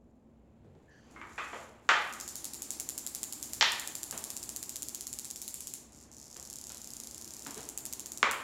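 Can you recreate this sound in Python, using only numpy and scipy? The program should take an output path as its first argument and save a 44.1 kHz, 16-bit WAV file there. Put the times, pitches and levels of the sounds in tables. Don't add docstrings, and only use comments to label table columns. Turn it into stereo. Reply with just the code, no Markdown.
import sys
import numpy as np
from scipy import signal
from scipy.fft import rfft, irfft
from scipy.io import wavfile
from scipy.ndimage import uniform_filter1d

SR = 44100
rng = np.random.default_rng(int(sys.argv[2]) if len(sys.argv) > 2 else 0)


def master_out(mix):
    frames = np.transpose(np.atleast_2d(mix))
    ceiling = np.clip(frames, -1, 1)
    pcm = np.round(ceiling * 32767).astype(np.int16)
    wavfile.write(sys.argv[1], SR, pcm)


N = 371763


def amp(db):
    return 10 ** (np.asarray(db) / 20)


def curve_at(points, hz):
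    f, value = np.transpose(points)
    return np.interp(np.log(hz + 1), np.log(f + 1), value)


def unit_energy(x):
    return x / np.sqrt(np.sum(x ** 2) / len(x) + 1e-20)


def add(mix, s, sound):
    part = mix[:, max(round(s * SR), 0):][:, :sound.shape[1]]
    part += sound[:, :part.shape[1]]


def bins(size):
    return np.fft.rfftfreq(size, 1 / SR)


def minimum_phase(db):
    log_gain = np.log(amp(np.r_[db, db[-2:0:-1]]))
    return np.exp(np.conj(signal.hilbert(log_gain)))[:len(db)]


# (frequency [Hz], coherence [0-1])
COHERENCE = [(60, 0.97), (150, 0.87), (300, 0.94), (600, 0.54), (1200, 0), (4000, 0)]
def diffuse_noise(spectrum, size):
    hz = bins(size)
    left, independent = rfft(rng.standard_normal((2, size)))
    coherence = curve_at(COHERENCE, hz)
    right = coherence * left + np.sqrt(1 - coherence ** 2) * independent
    coloured = np.array([left, right]) * amp(curve_at(spectrum, hz))
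    return unit_energy(irfft(coloured, size)) * np.sqrt(size)


# (frequency [Hz], time to fall 60 dB [s])
ROOM_DECAY = [(150, 0.35), (500, 0.72), (1200, 0.63), (2500, 0.6), (4500, 0.57), (7500, 0.41),
              (12000, 0.35), (16000, 0.32)]
def room_tail(build_s, size=32768):
    hz, t, bands = signal.stft(diffuse_noise([(1, 0)], size), SR, nperseg=256)
    decay = np.exp(-np.log(1000) * t / curve_at(ROOM_DECAY, hz)[:, None])
    dying = signal.istft(bands * decay, SR, nperseg=256)[1][:, :size]
    build_up = 1 - np.exp(-np.arange(size) / SR / build_s)
    return unit_energy(dying * build_up)


# (frequency [Hz], spectral level [dB])
AIR_SPECTRUM = [(15, -17), (30, -33), (48, -19), (62, -3.5), (85, -6.5), (105, -10.5), (130, -7),
                (180, -12.5), (230, -6.5), (350, -15), (600, -17.5), (1100, -30), (3000, -58), (16000, -57)]
# (frequency [Hz], level [dB])
MOTOR_TONES = [(61, -72.5), (125, -80.5), (226, -68.5)]
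def house(air_db=-61):
    t = np.arange(N) / SR
    drifts = np.cumsum(rng.standard_normal((len(MOTOR_TONES), N)), axis=1) / np.sqrt(SR)
    hum = sum(amp(db) * np.sqrt(2) * np.sin(2 * np.pi * (hz * t + 0.675 * drift))
              for (hz, db), drift in zip(MOTOR_TONES, drifts))
    return amp(air_db) * diffuse_noise(AIR_SPECTRUM, N) + hum


def panel_blow(spectrum, resonances, bass_db, treble_db, direct_db, spread_s, size=32768):
    t, hz = np.arange(size) / SR, bins(size)
    shape_db = curve_at(spectrum, hz)
    hardness_db = curve_at([(450, bass_db), (1000, 0), (1700, 0), (4300, treble_db),
                            (5600, treble_db), (7500, treble_db / 2)], hz)
    ring_db = sum(db / (1 + (2 * (hz - f) / width) ** 2) for f, width, db in resonances)
    colour = minimum_phase(shape_db + hardness_db + ring_db) / np.sqrt(np.mean(amp(shape_db) ** 2))
    lag_turns = spread_s * (2 * np.sqrt(1000 * hz) - hz / 4)
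    chirp = irfft(np.exp(-2j * np.pi * lag_turns) * amp(curve_at([(3000, -4), (7000, 3)], hz)))
    direct = amp(direct_db) * np.array([chirp, amp(-1) * np.roll(chirp, 2)])
    sound = direct + room_tail(build_s=0.00098)
    add(sound, .0075, amp(-20) * direct)
    shudder = amp(-11) * unit_energy(rng.standard_normal((2, size)) * np.exp(-t / 0.011))
    return irfft(rfft(sound + shudder) * colour)


# (time [s], level [dB])
FLOOR_BOOMS = [(.69, -58.5), (1.25, -63), (3.6, -56), (4.15, -64), (4.45, -64)]
# (time [s], level [dB], bass [dB], treble [dB], direct sound [dB])
FOOTFALLS = [(.645, -38, 17, -10, -5), (0.751, -40, 21, -6, -1), (4.125, -10.5, -1, -5, -5),
             (6.362, -22, 0, -3, -1), (6.70, -22, -2, 4.5, -3), (7.463, -12, -6, -4, -2),
             (7.572, -16, 1.5, 0, -17)]
# (frequency [Hz], spectral level [dB])
SLIPPER_SPECTRUM = [(60, -40), (150, 1.5), (300, -7), (500, -3.5), (1000, -2.5), (2000, -9), (4000, -8.5),
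                    (8000, -19), (16000, -36)]
# (time [s], length [s], start pitch [Hz], end pitch [Hz], level [dB], overtone slope [dB/octave])
SOLE_TONES = [(0.877, 0.128, 1766, 1697, -62.5, -32), (0.9, 0.23, 1510, 1540, -78, 1.5),
              (7.468, 0.033, 273, 278, -49.5, -20), (7.567, 0.031, 432, 442, -45, -20)]
def slippers(boom_s=.11):
    weight = sum(amp(db) * np.exp(-abs(np.arange(N) / SR - s) / boom_s) for s, db in FLOOR_BOOMS)
    out = weight * diffuse_noise([(30, -24), (60, -6), (85, -1), (130, -3), (300, -28), (2000, -82)], N)
    for s, db, *balance in FOOTFALLS:
        add(out, s, amp(db) * panel_blow(SLIPPER_SPECTRUM, [], *balance, spread_s=0.00408))
    for s, length_s, start_hz, end_hz, db, slope_db in SOLE_TONES:
        size = round(length_s * SR)
        waver = 1 + 0.59 * uniform_filter1d(rng.standard_normal(size), 80)
        turns = np.cumsum(np.linspace(start_hz, end_hz, size) * waver) / SR
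        tone = sum(amp(slope_db * np.log2(k)) * np.sin(2 * np.pi * k * turns) for k in range(1, 5))
        note = amp(db) * tone * signal.windows.tukey(size, .12)
        add(out, s, np.array([note, note]))
        add(out, s, amp(-6.5) * signal.fftconvolve(note[None], room_tail(build_s=0.004), axes=1))
    return out


# (time [s], relative level [dB])
HISS_LEVEL = [(.55, -83.5), (1.05, -71.5), (1.45, -51.5), (1.62, -51), (1.8, -71), (2.05, -50), (2.3, -64),
              (3.4, -49), (5.6, -55.5), (5.87, -71), (6.0, -59.5), (6.1, -71), (6.5, -52), (7.62, -52),
              (8.0, -79), (8.43, -54)]
# (time [s], relative level [dB])
SIZZLE_SHARE = [(1.6, -17), (2.3, -1.5), (5.6, -2.5), (6.1, -16), (6.7, -8), (7.3, -6), (7.8, -3)]
# (time [s], level [dB])
RUMBLE_LEVEL = [(0, -79.5), (1.0, -67.5), (1.2, -54.5), (1.62, -64), (2.3, -56.5), (4.4, -56), (6.0, -63.5),
                (7.6, -57)]
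# (frequency [Hz], spectral level [dB])
RUMBLE_SPECTRUM = [(100, -30), (230, 0.5), (330, 2), (500, -8), (800, -4), (1500, -11), (2500, -13),
                   (4000, -21), (8000, -41)]
def rolling():
    hiss_gain, sizzle_gain, rumble_gain = (amp(np.interp(np.arange(N) / SR, *np.transpose(levels)))
                                           for levels in (HISS_LEVEL, SIZZLE_SHARE, RUMBLE_LEVEL))
    grain = amp(28 * uniform_filter1d(rng.standard_normal(N), 120))
    hiss = diffuse_noise([(1500, -19), (3000, -8), (4000, -6), (5700, -3.5), (7400, 4.5),
                          (8200, -9), (11500, -10), (15000, -42)], N)
    sizzle = diffuse_noise([(1500, -28), (3200, -14), (6000, -13), (7400, 2), (8200, -1.5),
                            (12000, -4), (15500, -11), (17000, -33)], N)
    glaze = hiss_gain * grain * (amp(-5) * hiss + sizzle_gain * sizzle)
    return glaze + rumble_gain * diffuse_noise(RUMBLE_SPECTRUM, N)


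# (frequency [Hz], spectral level [dB])
WOOD_SPECTRUM = [(100, -38), (250, -17.5), (500, -10), (800, -4.5), (1200, 2.5), (1900, -3), (2900, -6.5),
                 (4000, -13), (5500, -19.5), (7400, -18.5), (8300, -32.5), (12000, -41.5), (16000, -52)]
# (frequency [Hz], width [Hz], lift [dB])
BOARD_MODES = [(843, 22, 6.5), (920, 16, 4.5), (1117, 25, 3), (1185, 19, 4), (1256, 24, 4.5),
               (1528, 21, 3.5), (1784, 27, 2), (1880, 25, 4.5), (1964, 33, 6), (2096, 29, 4.5),
               (2410, 40, 5.5), (3160, 58, 7), (3520, 80, 6), (5500, 220, 4.5)]
# (time [s], level [dB], bass [dB], treble [dB], direct sound [dB],
# resonance the spot excites [Hz], its gain [dB], resonance with a node there [Hz], its gain [dB])
SKIRTING_HITS = [(1.161, -17.5, -10, -18, -5, 2140, 15, 850, 3),
                 (1.214, -12, -7, -15, -0.5, 2270, 11, 825, 0), (1.379, -1, 0.5, -7, -15, 2530, 8, 910, -7),
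                 (1.529, -7, 9, -6.5, -10, 634, 6, 1630, -3.5),
                 (1.89, 14, -3.5, -2.5, -5, 1133, -1, 1005, -4.5),
                 (3.61, 5.5, -0.5, 15, -3.5, 1810, 8.5, 1120, -11),
                 (3.6254, -2, -5, 12.5, 5, 930, 8.5, 2660, -34),
                 (8.2287, 9, 3.5, -1.5, 2, 2225, 7, 750, -5)]
def skirting_knocks(peak_width_hz=170, node_width_hz=220):
    out = np.zeros((2, N))
    for s, db, *balance, peak_hz, peak_db, node_hz, node_db in SKIRTING_HITS:
        modes = [*BOARD_MODES, (peak_hz, peak_width_hz, peak_db), (node_hz, node_width_hz, node_db)]
        add(out, s, amp(db - 1.5) * panel_blow(WOOD_SPECTRUM, modes, *balance, spread_s=0.002386))
    return out * amp([[.7], [-.7]])


# (frequency [Hz], spectral level [dB])
GLASS_SPECTRUM = [(300, -18), (1500, -20), (3000, -16), (4500, -11), (6000, -7), (6900, 1), (7500, 3),
                  (8200, -7), (9000, -4), (12000, -6.5), (15500, -13), (17000, -33)]
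# (frequency [Hz], change [dB per dB of lightness])
LIGHT_HOP_COLOUR = [(1500, -0.87), (3200, -0.01), (4500, 0.24), (5600, 0.4), (7300, 0), (10000, -0.04),
                    (16000, -0.5)]
def tick(db, chatter_s=0.00035, chatter_db=-1, size=512):
    t, hz = np.arange(size) / SR, bins(size)
    chatter = rng.standard_normal((2, size)) * (t / chatter_s) * np.exp(-2 * t / chatter_s)
    tap = amp(chatter_db) * unit_energy(chatter)
    tap[:, 0] += 1
    contact = rfft(tap)
    contact /= np.sqrt(abs(contact) + 1e-9)
    lightness_db = np.clip(-5.5 - db, 0, 20)
    colour_db = curve_at(GLASS_SPECTRUM, hz) + lightness_db * curve_at(LIGHT_HOP_COLOUR, hz)
    ring = irfft(contact * minimum_phase(colour_db))
    fade = 1 - np.arange(size) / size
    return amp(db) * unit_energy(ring * fade)


# (start [s], hops [count], first flight [s], change per hop [s],
# force [dB], ceiling echo [dB], left over right [dB])
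HOP_RUNS = [(1.113, 1, .014, 0, -5.5, -10, 1), (2.127, 1, .074, 0, -3.5, -1, 2),
            (2.2013, 3, .078, -.0009, 1.3, -3.5, 3.5), (2.4448, 3, .0911, -.006, .5, -2.5, 3.5),
            (2.7057, 7, .0932, -.00224, .6, -2.5, 1), (3.3254, 3, .1024, .0039, -3, -4, 2),
            (3.7201, 6, .0772, .00045, -.7, -6, 4), (4.1773, 6, .0632, -.0001, .4, -6, 4),
            (4.5626, 14, .0662, -.00081, 0, -3, 3.5), (5.4171, 6, .0621, .00102, 1, -6.5, 1.5),
            (5.922, 10, .013, 0, -5, -4, 2), (6.1154, 4, .0117, 0, -1.5, -8, 1.5),
            (6.1677, 9, .0163, -.00066, -1, -6.5, 1), (6.3018, 4, .012, .0016, -1, -7, 1),
            (6.3665, 5, .0314, -.00294, -1.5, -7, 2), (6.5007, 11, .0287, -.00035, -.5, -6.5, .5),
            (6.8166, 9, .028, .00111, -1, -8, 2), (7.1111, 12, .0349, -.00084, -2, -7, 2),
            (7.4688, 7, .0399, -.00364, -.5, -6, 2), (7.6894, 1, .087, 0, -5.5, -6, 1),
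            (7.776, 7, .0777, -.0045, -.5, -6, 1), (8.3124, 1, .083, 0, 0, -4, 1)]
def landings(db_per_doubling=7, dimple_db=.5, echo_scatter_db=3, stumble_s=.0028, low_hop_s=.016):
    for s, count, first_s, change_s, force_db, echo_db, pan_db in HOP_RUNS:
        for k in range(round(count)):
            flight_s = max(first_s + k * change_s, .005)
            late, hard, echo_scatter = rng.standard_normal(3)
            db = force_db - 7 + db_per_doubling * np.log2(flight_s / .1) + dimple_db * hard
            late_s = late * stumble_s * np.exp(-flight_s / low_hop_s)
            yield s + late_s, db, echo_db + echo_scatter_db * echo_scatter, pan_db
            s += flight_s


# (time [s], nearness [dB], ceiling echo delay [s], left channel lag [s])
MARBLE_PATH = [(2.1, -5.5, 0.01, -0.0012), (2.85, 1.5, 0.0071, .000135), (3.3, 0.5, .008, -.00002),
               (4.8, 1.5, 0.0076, -.00002), (5.7, -0.5, 0.0072, .0001), (6.5, 3.5, 0.0086, .00017),
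               (7.35, 3, .0093, .00017), (7.749, 2, 0.009, .00011), (8.3, 1, .0072, -.00003)]
def marble_hops(direct_db=1.5, rattle_db=-14, flutter_db=-11, trip_loss_db=5, round_trip_s=.015):
    out = np.zeros((2, N))
    sends = np.zeros((4, 2, N))
    path_s, *path_columns = np.transpose(MARBLE_PATH)
    for k, (s, force_db, echo_db, pan_db) in enumerate(landings()):
        near_db, ceiling_s, lag_s = (np.interp(s, path_s, column) for column in path_columns)
        db = force_db + near_db
        pan = amp([[pan_db / 2], [-pan_db / 2]])
        chatter_db = 7.5 + .5 * db
        direct = pan * amp(direct_db) * tick(db, chatter_s=0.00085, chatter_db=chatter_db)
        add(out[:1], s + lag_s, direct[:1])
        add(out[1:], s, direct[1:])
        add(out, s + rng.uniform(.0011, .0029), pan * amp(rattle_db) * tick(db))
        add(out, s + ceiling_s, pan * amp(echo_db) * tick(db, chatter_s=0.00062, chatter_db=3.5))
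        for trip in range(2):
            gain = pan * amp(flutter_db - trip * trip_loss_db + rng.standard_normal())
            add(out, s + (trip + 1) * round_trip_s, gain * tick(db, chatter_db=27))
        add(sends[k % len(sends)], s, amp(-near_db) * tick(db, chatter_db=-5))
    room = sum(signal.fftconvolve(send, room_tail(build_s=0.0057), axes=1)[:, :N] for send in sends)
    return amp(-1) * (out + room * amp([[.8], [-.8]]))


def scene():
    return marble_hops() + skirting_knocks() + slippers() + (rolling() + house()) * amp([[.4], [-.4]])


def record(dry, edge_hz=16700):
    lowpass = signal.firwin(255, edge_hz, window=("kaiser", 9), fs=SR)
    return signal.oaconvolve(dry, lowpass[None], "same")


dry = scene()
out = record(dry)
master_out(out)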